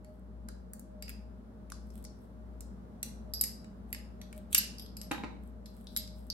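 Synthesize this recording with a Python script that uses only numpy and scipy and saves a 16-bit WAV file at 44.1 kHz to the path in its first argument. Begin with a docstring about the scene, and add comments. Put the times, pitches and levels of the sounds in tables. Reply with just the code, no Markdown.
"""A slowly beating fan hum with air noise opens the scene, under a faint slide of metal and a soft click.
Rifle cartridges on steel clips are then handled close to the stereo pair in a small room.
Each contact is a millisecond-scale burst of noise that rings brass cases and steel clips as decaying modes.
Something knocks on the table and settles: blunt bursts through table and room modes and a dull thud.
Shaped grains of noise slide between the clicks; decaying stereo noise gives the reflections."""
import sys
import numpy as np
from scipy import signal
from scipy.fft import rfft, irfft, next_fast_len
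from scipy.io import wavfile
from scipy.ndimage import uniform_filter1d

SR = 44100
rng = np.random.default_rng(int(sys.argv[2]) if len(sys.argv) > 2 else 0)


def output_pcm(signal):
    """Save a mono or channel-first signal as 16-bit PCM at the path in sys.argv[1].

    Samples are clipped to [-1, 1] before scaling.
    """
    pcm = np.clip(np.atleast_2d(signal).T, -1, 1) * 32767
    wavfile.write(sys.argv[1], SR, np.round(pcm).astype(np.int16))


N = 279138
AGE = np.arange(SR // 2) / SR  # time since a contact [s]

# steadier fan tones: (frequency [Hz], RMS level around which it wavers [dB])
FAN_TONES = [(189, -60), (474, -80), (829, -81)]
# second motor hum, before the ear balance: (time [s], RMS level [dB])
SECOND_HUM = [(0, -57.5), (3.7, -56.5), (4.3, -72.5), (5, -78), (5.4, -60.5)]
# swells of the fan whine: (middle [s], full width at 1/e [s], peak RMS level added [dB])
WHINE_SWELLS = [(0.104, 0.07297, -60), (0.521, 0.1105, -63.5), (0.976, 0.2198, -61.5),
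                (3.296, 0.06994, -57.5), (4.378, 0.04294, -53), (6.122, 0.261, -67.5)]
# spectrum of the fan's air noise: (frequency [Hz], relative level [dB])
AIR_COLOUR = [(25, -30), (40, -8.5), (75, -4.5), (108, -3), (155, -7), (215, 5), (290, -10), (450, -12.5),
              (800, -22), (1400, -28), (2500, -43.5), (4000, -45), (7000, -51), (12000, -51),
              (15000, -56.5)]
# left-right difference in the air noise: (frequency [Hz], level against the middle [dB])
AIR_SIDE = [(100, -8.5), (250, -13.0), (500, -1.5), (1000, 1.0)]
# room decay: (frequency [Hz], t60 [s])
ROOM_T60 = [(200, 0.65), (1000, 0.49), (3000, 0.45954), (5000, 0.40525), (9000, 0.34176), (12000, 0.33),
            (16000, 0.084)]
# colour of the metal's reflections: (frequency [Hz], relative level [dB])
METAL_ROOM_COLOUR = [(1000, -3.5), (1500, -3.5), (2600, -0.5), (4200, 5), (5200, 5), (6400, 1.5),
                     (9000, -4.5), (12000, -5.5), (16000, -5)]
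# colour of the table's reflections: (frequency [Hz], relative level [dB])
TABLE_ROOM_COLOUR = [(200, -0.5), (1000, 2.5), (2500, -1), (4200, 4.5), (9000, 2), (16000, -6.5)]
# metal sliding on metal: (start [s], end [s], level before swell and unevenness [dB])
SLIDES = [(0, 0.241, -83), (1.814, 2.075, -70.5), (2.133, 2.338, -77), (3.868, 3.947, -65),
          (4.349, 4.406, -62), (4.501, 4.566, -50.5), (4.522, 4.545, -41.5), (5.401, 5.516, -72.5),
          (5.659, 6.097, -66), (6.103, 6.33, -70)]
# spectrum of sliding: (frequency [Hz], relative level [dB])
SCRAPE = [(1500, -10.5), (3500, -2), (5000, -13), (6500, -10), (8500, 5.5), (10000, -7.5), (11500, 10),
          (13200, -13.5), (15000, -3)]
# knocks on the table: (time [s], level before pan and softening [dB], top edge [Hz], right ear later [ms])
KNOCKS = [(5.1120, -11, 4462, -0.05774), (5.1181, -11.5, 1954, -0.0825), (5.130, -24, 2991, -0.0317),
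          (5.147, -23.5, 2494, -0.04645), (5.180, -20.5, 1498, -0.0067), (5.2361, -14, 1510, -0.02523),
          (5.243, -21.5, 2506, -0.0166)]
# modes of the table and what lies on it, with one long room mode near 217 Hz:
#  (centre frequency [Hz], relative level [dB], t60 [s])
KNOCK_MODES = [(168.08, -24.5, 0.34), (216.8, -11.5, 1), (261.14, 5.5, 0.09248), (296.33, -9.5, 0.179),
               (529.74, -4, 0.04058), (605.06, -15.5, 0.236), (806.74, 8, 0.02372), (964.36, 1, 0.0351),
               (1260.3, -4, 0.0565), (1533, -6.5, 0.0549), (1861.8, -7, 0.02383), (2145, -1.5, 0.02523),
               (2394.4, -21.5, 0.029), (2765.4, -11.5, 0.02862), (3750.8, 1, 0.0477)]
# dull contact noise of a knock: (frequency [Hz], relative level [dB])
THUD = [(100, -0.5), (290, 6.5), (600, -4), (950, -3), (2500, 1), (3300, -11), (5000, -13), (9000, -12)]
# metal contacts: (time [s], touch, crack level [dB], brightness [dB per octave],
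#  body knock against the crack [dB], body pitch [Hz], case sound against the crack [dB],
#  case reference pitch [Hz], reference t60 [s], chatter decay time [ms], right ear later [ms])
CLINKS = [(0.046, "tap", -38.5, -1, -3.5, 2225, -8.5, 4836, 0.02637, 1.5, 0.2641),
          (0.4862, "tap", -24.5, -1, 0.5, 1404, -10.5, 4898, 0.0202, 1.5, 0.40307),
          (0.734, "tick", -20.5, 9, -13, 1447, -15, 4876, 0.0263, 1, 0.3603),
          (0.795, "tick", -26.5, 6, -28.5, 1448, -24.5, 4903, 0.0285, .6, 0.2695),
          (1.0241, "clash", -20, -1, -12.5, 2203, -3.5, 4942, 0.1915, 1.5, 0.24265),
          (1.08, "clash", -28.5, -4, -3.5, 2260, -1.5, 5051, 0.053, 2, 0.3111),
          (1.093, "clash", -20.5, 6, -2, 2137, -10, 4897, 0.1359, 2, 0.2658),
          (1.1008, "clash", -29, .5, -4.5, 2246, -16.5, 4978, 0.0461, 2, 0.263),
          (1.7008, "tap", -29, 2.5, -3.5, 2195, -14, 6148, 0.03054, 1.5, 0.2617),
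          (1.7199, "tap", -20.5, -3, 0, 1361, -12, 5111, 0.0613, 1.3, -0.03855),
          (1.903, "tick", -41, -3.5, -16, 1400, 1, 5456, 0.03453, 2, 0.2782),
          (2.041, "tick", -29, 1, -23, 1397, -15.5, 5490, 0.0282, 2, 0.2656),
          (2.05, "tap", -25.5, -3.5, -21, 1402, -4.5, 5418, 0.0478, 1.5, -0.0675),
          (2.607, "tick", -22, 1.5, -24.5, 1398, -16, 6183, 0.0502, 1.2, 0.2833),
          (3.0293, "clash", -7.5, 0.5, -9, 4247, -10, 5973, 0.01973, 1.8, 0.24066),
          (3.3366, "clink", -16, -1.5, -26, 4170, 4, 4974, 0.3058, 1.5, 0.2544),
          (3.4111, "clink", -3, 3.5, -27.5, 4164, -5.5, 4965, 0.12217, 2.8, .265),
          (3.4387, "tick", -5.5, 0.5, -25.5, 2230, -21, 5078, 0.107, .35, 0.3327),
          (3.4419, "clash", -18, 4.5, -20, 2277, -8, 4834, 0.1423, 1.5, 0.2973),
          (3.644, "tap", -33.5, -11.5, -10, 2300, -2, 6942, .02, 2, 0.2085),
          (3.928, "chink", -15.5, 4, -2, 2366, -6, 4972, 0.0434, 1.2, 0.26047),
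          (3.947, "clash", -21.5, -5.5, -6, 2126, -7.5, 5169, 0.1208, 1.5, 0.2218),
          (4.215, "clack", -27.5, -6.5, -2.5, 3928, -4.5, 5700, .03, 1, -.09),
          (4.3276, "clash", -28.5, .5, -1.5, 2091, -13, 5010, .032, 1.5, 0.3753),
          (4.5281, "tick", -9, 4.5, -8, 3659, -19, 4900, 0.03076, 3.5, 0.026),
          (4.547, "clash", 5.5, 4, -26.5, 2790, -23, 5214, 0.0347, .8, 0.24303),
          (4.549, "clash", 2.5, -2, -13.5, 2881, -19, 5087, 0.0346, 1, 0.23804),
          (4.5509, "clash", -13, -2, -8.5, 2802, -13, 5000, 0.03465, 1, 0.2272),
          (4.562, "clash", -12.5, -2, -12, 2805, -14, 5030, 0.0341, 1.5, 0.19),
          (4.576, "chink", -12, 2.5, -21, 2817, -6.5, 4855, .035, 1.5, 0.3),
          (4.58, "chink", -2, -3, -22.5, 2800, -10.5, 4938, .042, 2, .255),
          (4.584, "chink", -8, 0.5, -21.5, 2825, -4, 4837, 0.032, 2, .265),
          (4.593, "clash", -21, -5, -10, 2798, -4.5, 5000, .04, 1.5, 0.29),
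          (4.7834, "clack", -31, 7, -15, 2800, 9.5, 4971, 0.06745, 1, 0.2681),
          (4.796, "clack", -24, 4.5, -3.5, 3677, 1.5, 4982, 0.10117, 1, -0.17173),
          (4.822, "clink", -35, 3, -16, 2779, 4, 5020, 0.1004, 1, .25),
          (4.862, "tap", -36, -5, -1.5, 4161, -9.5, 5024, 0.1083, 1.5, 0.2168),
          (4.9683, "clack", -20, 4, -35, 2800, -1.5, 4902, 0.04827, 1, 0.2434),
          (5.0145, "clack", -19, 1, -33, 2800, -2.5, 5121, 0.02987, .8, 0.2424),
          (5.1153, "clack", -16.5, 0, -0.5, 2292, -10, 4593, 0.02025, .7, -0.12397),
          (5.658, "clack", -30.5, -2.5, 0, 3974, -1, 4870, .02, 4, 0.23367),
          (5.8699, "clack", -35, 0, 10, 4106, 1, 5015, 0.01368, 1, -0.0374),
          (5.9636, "chink", -11, -4, -4.5, 4263, -6.5, 4980, 0.03795, 1, -0.2143),
          (5.972, "chink", -10, 1.5, -13, 3930, -7, 5007, 0.0945, 1.3, .265),
          (6.076, "clack", -33.5, -4, 0, 4082, 5.5, 4878, 0.035, 1.5, 0.2738),
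          (6.3011, "tap", -22, 0, -4.5, 4300, 14.5, 4843, 0.02188, 1, -0.15598)]
# ways in which the metal meets, by name:
#  tick: an edge slips off, thin and hard; tap: a loaded clip is set against another;
#  clash: clip strips strike each other; clink: case on case, bright and free to ring;
#  (clip strip [dB], case head [dB], case wall [dB], share of the wall t60 [ratio], top edge [Hz])
TOUCHES = {"tick": (-14, -3.5, -18, 0.5762, 14997.5), "tap": (-18, -18, -16.5, 0.0016, 13001),
           "clash": (-9.5, -10, -19, 1.4789, 14001.5), "clink": (-18, -17.5, 2.5, 1.372, 13499),
           "chink": (-15.5, -9, 4, 0.3231, 13003), "clack": (-10, -13.5, -6.5, 1, 10799.5)}
# spectrum of the hard contact itself: (frequency [Hz], relative level [dB])
CRACK = [(600, -48), (1600, -31.5), (2500, -16), (4000, -4.5), (5000, -3), (6000, -2), (7500, 0),
         (9100, 0.5), (10000, 3.5), (12200, 3), (13000, -10), (15000, 3.5), (16500, -8)]
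STRIP = (2850, 2200)
STRIP_MODES = [(2705.9, -2, 0.065), (2870.2, 1, 0.075)]
# short bright modes of the case heads: (centre frequency [Hz], relative level [dB], t60 [s])
HEAD_MODES = [(7537.3, -10.5, .02), (8175.4, -8, 0.026), (8367, -8.5, .02), (9336.4, 3, 0.018),
              (9001.5, 0.5, 0.016), (8673.3, 2, 0.019), (9135, -11.5, .01)]
# bending modes of neighbouring cases, which beat against each other:
#  (multiple of the case reference pitch [ratio], relative level [dB], share of the reference t60 [ratio])
CASE_MODES = [(.962, -13, .5), (.981, -2, 1), (.987, -3, 1), (1.004, -3, .9), (1.019, -1, 1),
              (1.03, -6, .8), (1.07, -12, .5), (1.14, -7, .45), (1.165, -10, .4), (1.21, -13, .3),
              (1.48, -11, .25)]
# oval modes of the thin case wall:
#  (centre frequency [Hz], relative level [dB], t60 before the touch's share [s])
WALL_MODES = [(10900, -11, .02), (11130, -7, .035), (11390, -9, .07), (11505, 0, .04), (11515, -6, .2),
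              (11850, -9, .04), (12020, -16, .06)]

# two motor hums, in step at one moment; level before the ear balance
MOTOR_HZ, SECOND_MOTOR_HZ, IN_STEP_S, MOTOR_DB = 59.16, 60.565, .45, -50
WHINE_HZ, WHINE_DB, WHINE_WAVER_DB = 616.35, -68.5, 3
AIR_DB = -52.5  # middle of the stereo image, before its slow waver
ROOM_DB, KNOCK_ROOM_DB = -6.5, -3  # gain of the metal's and the table's reflections
ROOM_GRAIN_DB = 2.5  # initial unevenness of the reflections, fading with time
SLIDE_UNEVEN_DB = 3
KNOCK_PAN_DB = -2.5  # left minus right, before the bass is centred
SCATTER_DB = -4.5  # against the direct contact
REBOUND_S, REBOUND_DB = .035, -21  # longest delay, and level against the first contact
STRIP_RING_DB = -14.5  # against the broad strip resonance
BODY_WIDTH = .42  # share of the body pitch
TOP_HZ = 16200
OPPOSITE = np.array([[1], [-1]])  # left and right in opposite sign


def undb(db):
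    """Decibels to gain."""
    return 10 ** (np.asarray(db) / 20)


def unit(x):
    """Scale to an average energy of one per channel."""
    return x / np.sqrt(np.mean(np.sum(x ** 2, axis=-1)))


def fade(t60):
    """Exponential decay, 60 dB down after t60 seconds."""
    return np.exp(-np.log(1000) * AGE / max(t60, 1e-4))


def colour(x, points):
    """Causal minimum-phase filter with a (frequency [Hz], level [dB]) spectrum."""
    hz, db = np.transpose(points)
    n = 2 * next_fast_len(x.shape[-1])
    f = np.maximum(np.arange(n // 2 + 1) * SR / n, 1)
    gain = undb(np.interp(np.log(f), np.log(hz), db))
    # folding the cepstrum forward in time makes the response causal
    cepstrum = irfft(np.log(gain))
    cepstrum[1:n // 2] *= 2
    cepstrum[n // 2 + 1:] = 0
    return irfft(rfft(x, n) * np.exp(rfft(cepstrum)))[..., :x.shape[-1]]


def band(x, hz, width):
    """A broad resonance with steep skirts."""
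    edges = [hz - width / 2, hz + width / 2]
    return signal.sosfilt(signal.butter(2, edges, "band", fs=SR, output="sos"), x)


def soften(x, hz, order):
    """A softer contact loses its top."""
    return signal.sosfilt(signal.butter(order, hz, fs=SR, output="sos"), x)


def ring(force, modes, spread):
    """Decaying modes driven by a force; no two blows meet quite the same tuning."""
    out = 0
    for hz, db, t60 in modes:
        tuned_hz = hz * (1 + spread * rng.standard_normal())
        tone = np.sin(2 * np.pi * tuned_hz * AGE) * fade(t60)
        motion = signal.fftconvolve(force, tone[None], axes=-1)[:, :len(AGE)]
        # a small body radiates its velocity, so little is heard below the mode
        sound = np.diff(motion, prepend=0)
        out = out + undb(db) * np.sqrt(t60) * unit(sound)
    # level is set by the energy of the first 6 ms
    attack = out[:, AGE < .006]
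    return out / np.sqrt(np.sum(attack ** 2) / 2)


def add(out, s, x):
    """Mix a sound in at time s."""
    i = int(s * SR)
    out[:, i:i + x.shape[1]] += x[:, :N - i]


def walk(rate):
    """Slow random drift with a spread of one, stepping about `rate` times a second."""
    k = int(SR / rate)
    steps = np.repeat(rng.standard_normal(N // k + 1), k)[:N]
    slow = uniform_filter1d(uniform_filter1d(steps, k), k)
    return slow / slow.std()


def motor(t, hz):
    """A motor hums as a sine, its phase leading in the left ear."""
    return np.sin(2 * np.pi * hz * (t - IN_STEP_S) + np.array([[.55], [0]]))


def fan():
    """Two beating motor hums, a wavering whine and tones, and air noise with its bass more central."""
    t = np.arange(N) / SR
    second_db = np.interp(t, *np.transpose(SECOND_HUM))
    hum = undb(MOTOR_DB) * motor(t, MOTOR_HZ) + undb(second_db) * motor(t, SECOND_MOTOR_HZ)
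    hum = hum * undb([[1.9], [-2.4]])  # ear balance
    swells = sum(undb(db) * np.exp(-(2 * (t - s) / length) ** 2) for s, length, db in WHINE_SWELLS)
    whine_gain = undb(WHINE_DB + WHINE_WAVER_DB * walk(16)) + swells
    phase_drift = 1.4 * np.array([walk(16), walk(13)])  # separate in each ear
    whine = whine_gain * np.sin(2 * np.pi * WHINE_HZ * t + phase_drift)
    tones = 0
    for hz, db in FAN_TONES:
        gain = undb(db + 1.9 * walk(6.5))
        tones = tones + gain * np.sin(2 * np.pi * hz * t + walk(6.4))
    mid, side = colour(rng.standard_normal((2, N)), AIR_COLOUR)
    side = colour(side, AIR_SIDE)
    air = (mid + side * OPPOSITE) / mid.std()
    # the root of two turns sine peak levels into RMS levels
    return np.sqrt(2) * (hum + whine + tones) + air * undb(AIR_DB + 1.1 * walk(1.5))


def room(x, tint):
    """Diffuse reflections build up in a few milliseconds; the treble dies first."""
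    hz, t60 = np.transpose(ROOM_T60)
    shape = (2, len(AGE))
    noise = rng.standard_normal(shape)
    grain_db = ROOM_GRAIN_DB * fade(0.45) * rng.standard_normal(shape)
    spectrum = rfft(noise * undb(grain_db))
    f = np.arange(spectrum.shape[1]) * SR / len(AGE)
    edges = np.r_[0, np.geomspace(300, SR / 2, 14)]
    tail = 0
    for lo, hi in zip(edges, edges[1:]):
        one_band = irfft(spectrum * ((f >= lo) & (f < hi)), len(AGE))
        tail = tail + one_band * fade(np.interp((lo + hi) / 2, hz, t60))
    build_up = 1 - np.exp(-AGE / 0.0012)
    tail = colour(tail * build_up, tint)
    return signal.fftconvolve(x, unit(tail), axes=-1)[:, :N]


def slides():
    """Tiny catches of metal on metal swell and die with each uneven push."""
    out = np.zeros((2, N))
    for start, end, db in SLIDES:
        n = int((end - start) * SR)
        # wide random level jumps, shared by both ears, make the noise grainy
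        catches = rng.standard_normal((2, n)) * undb(13.0 * rng.standard_normal(n))
        grains = colour(catches, SCRAPE)
        push = np.sqrt(np.hanning(n))
        add(out, start, undb(db) * push * grains / grains.std())
    return out * undb(SLIDE_UNEVEN_DB * walk(19))


def even(x):
    """A hard impact feeds all broad bands alike; only its fine ripple is chance."""
    power = uniform_filter1d(np.abs(rfft(x)) ** 2, size=len(x) // 32)
    hz = np.linspace(1, SR / 2, len(power))
    return colour(x, np.c_[hz, -10 * np.log10(power)])


def contact(chatter_ms, lag_ms):
    """A dying burst of micro-impacts reaches one ear first; the pile scatters it differently to each."""
    age = AGE[:1024]
    shape = (3, len(age))  # one direct burst and two ears of scatter
    hits = rng.standard_normal(shape) * undb(2.0 * rng.standard_normal(shape))
    burst = even(hits[0] * np.exp(-1000 * age / chatter_ms))
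    # a positive lag delays the right ear, a negative one the left
    delays = np.maximum([[-lag_ms], [lag_ms]], 0) / 1000
    hz = np.arange(len(age) + 1) * SR / (2 * len(age))
    shifted = rfft(burst, 2 * len(age)) * np.exp(-2j * np.pi * hz * delays)
    direct = irfft(shifted)[:, :len(age)]
    scatter = unit(hits[1:] * age * np.exp(-age / 0.0013))
    force = unit(direct) + undb(SCATTER_DB) * scatter
    return np.pad(force, [(0, 0), (0, len(AGE) - len(age))])


def knocks():
    """A blunt blow thuds and rings the table and one room mode; its softness trims the top."""
    out = np.zeros((2, N))
    pan = undb(KNOCK_PAN_DB / 2 * OPPOSITE)
    for s, db, top_hz, lag_ms in KNOCKS:
        force = contact(2.189, lag_ms)
        body = ring(force, KNOCK_MODES, spread=0.010577) + unit(colour(force, THUD))
        add(out, s, undb(db) * pan * soften(body, top_hz, order=1))
    # long waves reach both ears alike
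    low_side = soften((out[0] - out[1]) / 2, 460, order=1)
    return out - low_side * OPPOSITE


def rebound(force):
    """The metal falls back once, a little later and much more lightly."""
    late = int(SR * REBOUND_S * rng.uniform(.2, 1))
    return force + undb(REBOUND_DB) * np.roll(force, late, axis=-1)


def crack(force, brightness, strip_db, head_db, top_hz):
    """The hard contact excites the damped clip strip and the stiff case heads."""
    strip = unit(band(force, *STRIP))
    strip = strip + undb(STRIP_RING_DB) * ring(force, STRIP_MODES, spread=0.011)
    hard = unit(colour(force, CRACK)) + undb(strip_db) * strip
    hard = hard + undb(head_db) * ring(force, HEAD_MODES, spread=0.01)
    tilt = [(1000, 0), (16000, 4 * brightness)]  # four octaves
    return unit(soften(colour(hard, tilt), top_hz, order=4))


def case_bending(force, case_hz, t60):
    """A loose case sings; one pinched by its neighbours only clacks around its pitch."""
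    loose = np.clip(t60 / .2, .05, .7)
    modes = [(k * case_hz, db, share * t60) for k, db, share in CASE_MODES]
    sing = np.sqrt(loose) * ring(force, modes, spread=0.0022)
    clack = np.sqrt(1 - loose) * unit(band(force, 1.0328 * case_hz, 1300 * (1 - loose)))
    return sing + undb(-7) * clack


def case_wall(force, wall_share):
    """The thin case wall rings in oval modes, held more or less by the touch."""
    modes = [(hz, db, wall_share * t60) for hz, db, t60 in WALL_MODES]
    return ring(force, modes, spread=0.0013)


def clinks():
    """Each contact cracks, knocks the loaded clip and rings the cases; the touch sets the mix."""
    out = np.zeros((2, N))
    for (s, touch, db, brightness, body_db, body_hz,
         case_db, case_hz, t60, chatter_ms, lag_ms) in CLINKS:
        strip_db, head_db, wall_db, wall_share, top_hz = TOUCHES[touch]
        force = rebound(contact(chatter_ms, lag_ms))
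        mix = crack(force, brightness, strip_db, head_db, top_hz)
        mix = mix + undb(body_db) * unit(band(force, body_hz, BODY_WIDTH * body_hz))
        mix = mix + undb(case_db) * case_bending(force, case_hz, t60)
        mix = mix + undb(wall_db) * case_wall(force, wall_share)
        add(out, s, undb(db) * mix)
    return out


def scene():
    """Metal and table close by, their reflections, and the fan."""
    metal = clinks() + slides()
    table = knocks()
    metal_room = undb(ROOM_DB) * room(metal, METAL_ROOM_COLOUR)
    table_room = undb(KNOCK_ROOM_DB) * room(table, TABLE_ROOM_COLOUR)
    return metal + table + metal_room + table_room + fan()


def record(dry):
    """The recorder cuts the top with a steep low-pass."""
    return signal.sosfilt(signal.ellip(8, .2, 80, TOP_HZ, fs=SR, output="sos"), dry)


dry = scene()
out = record(dry)
output_pcm(out)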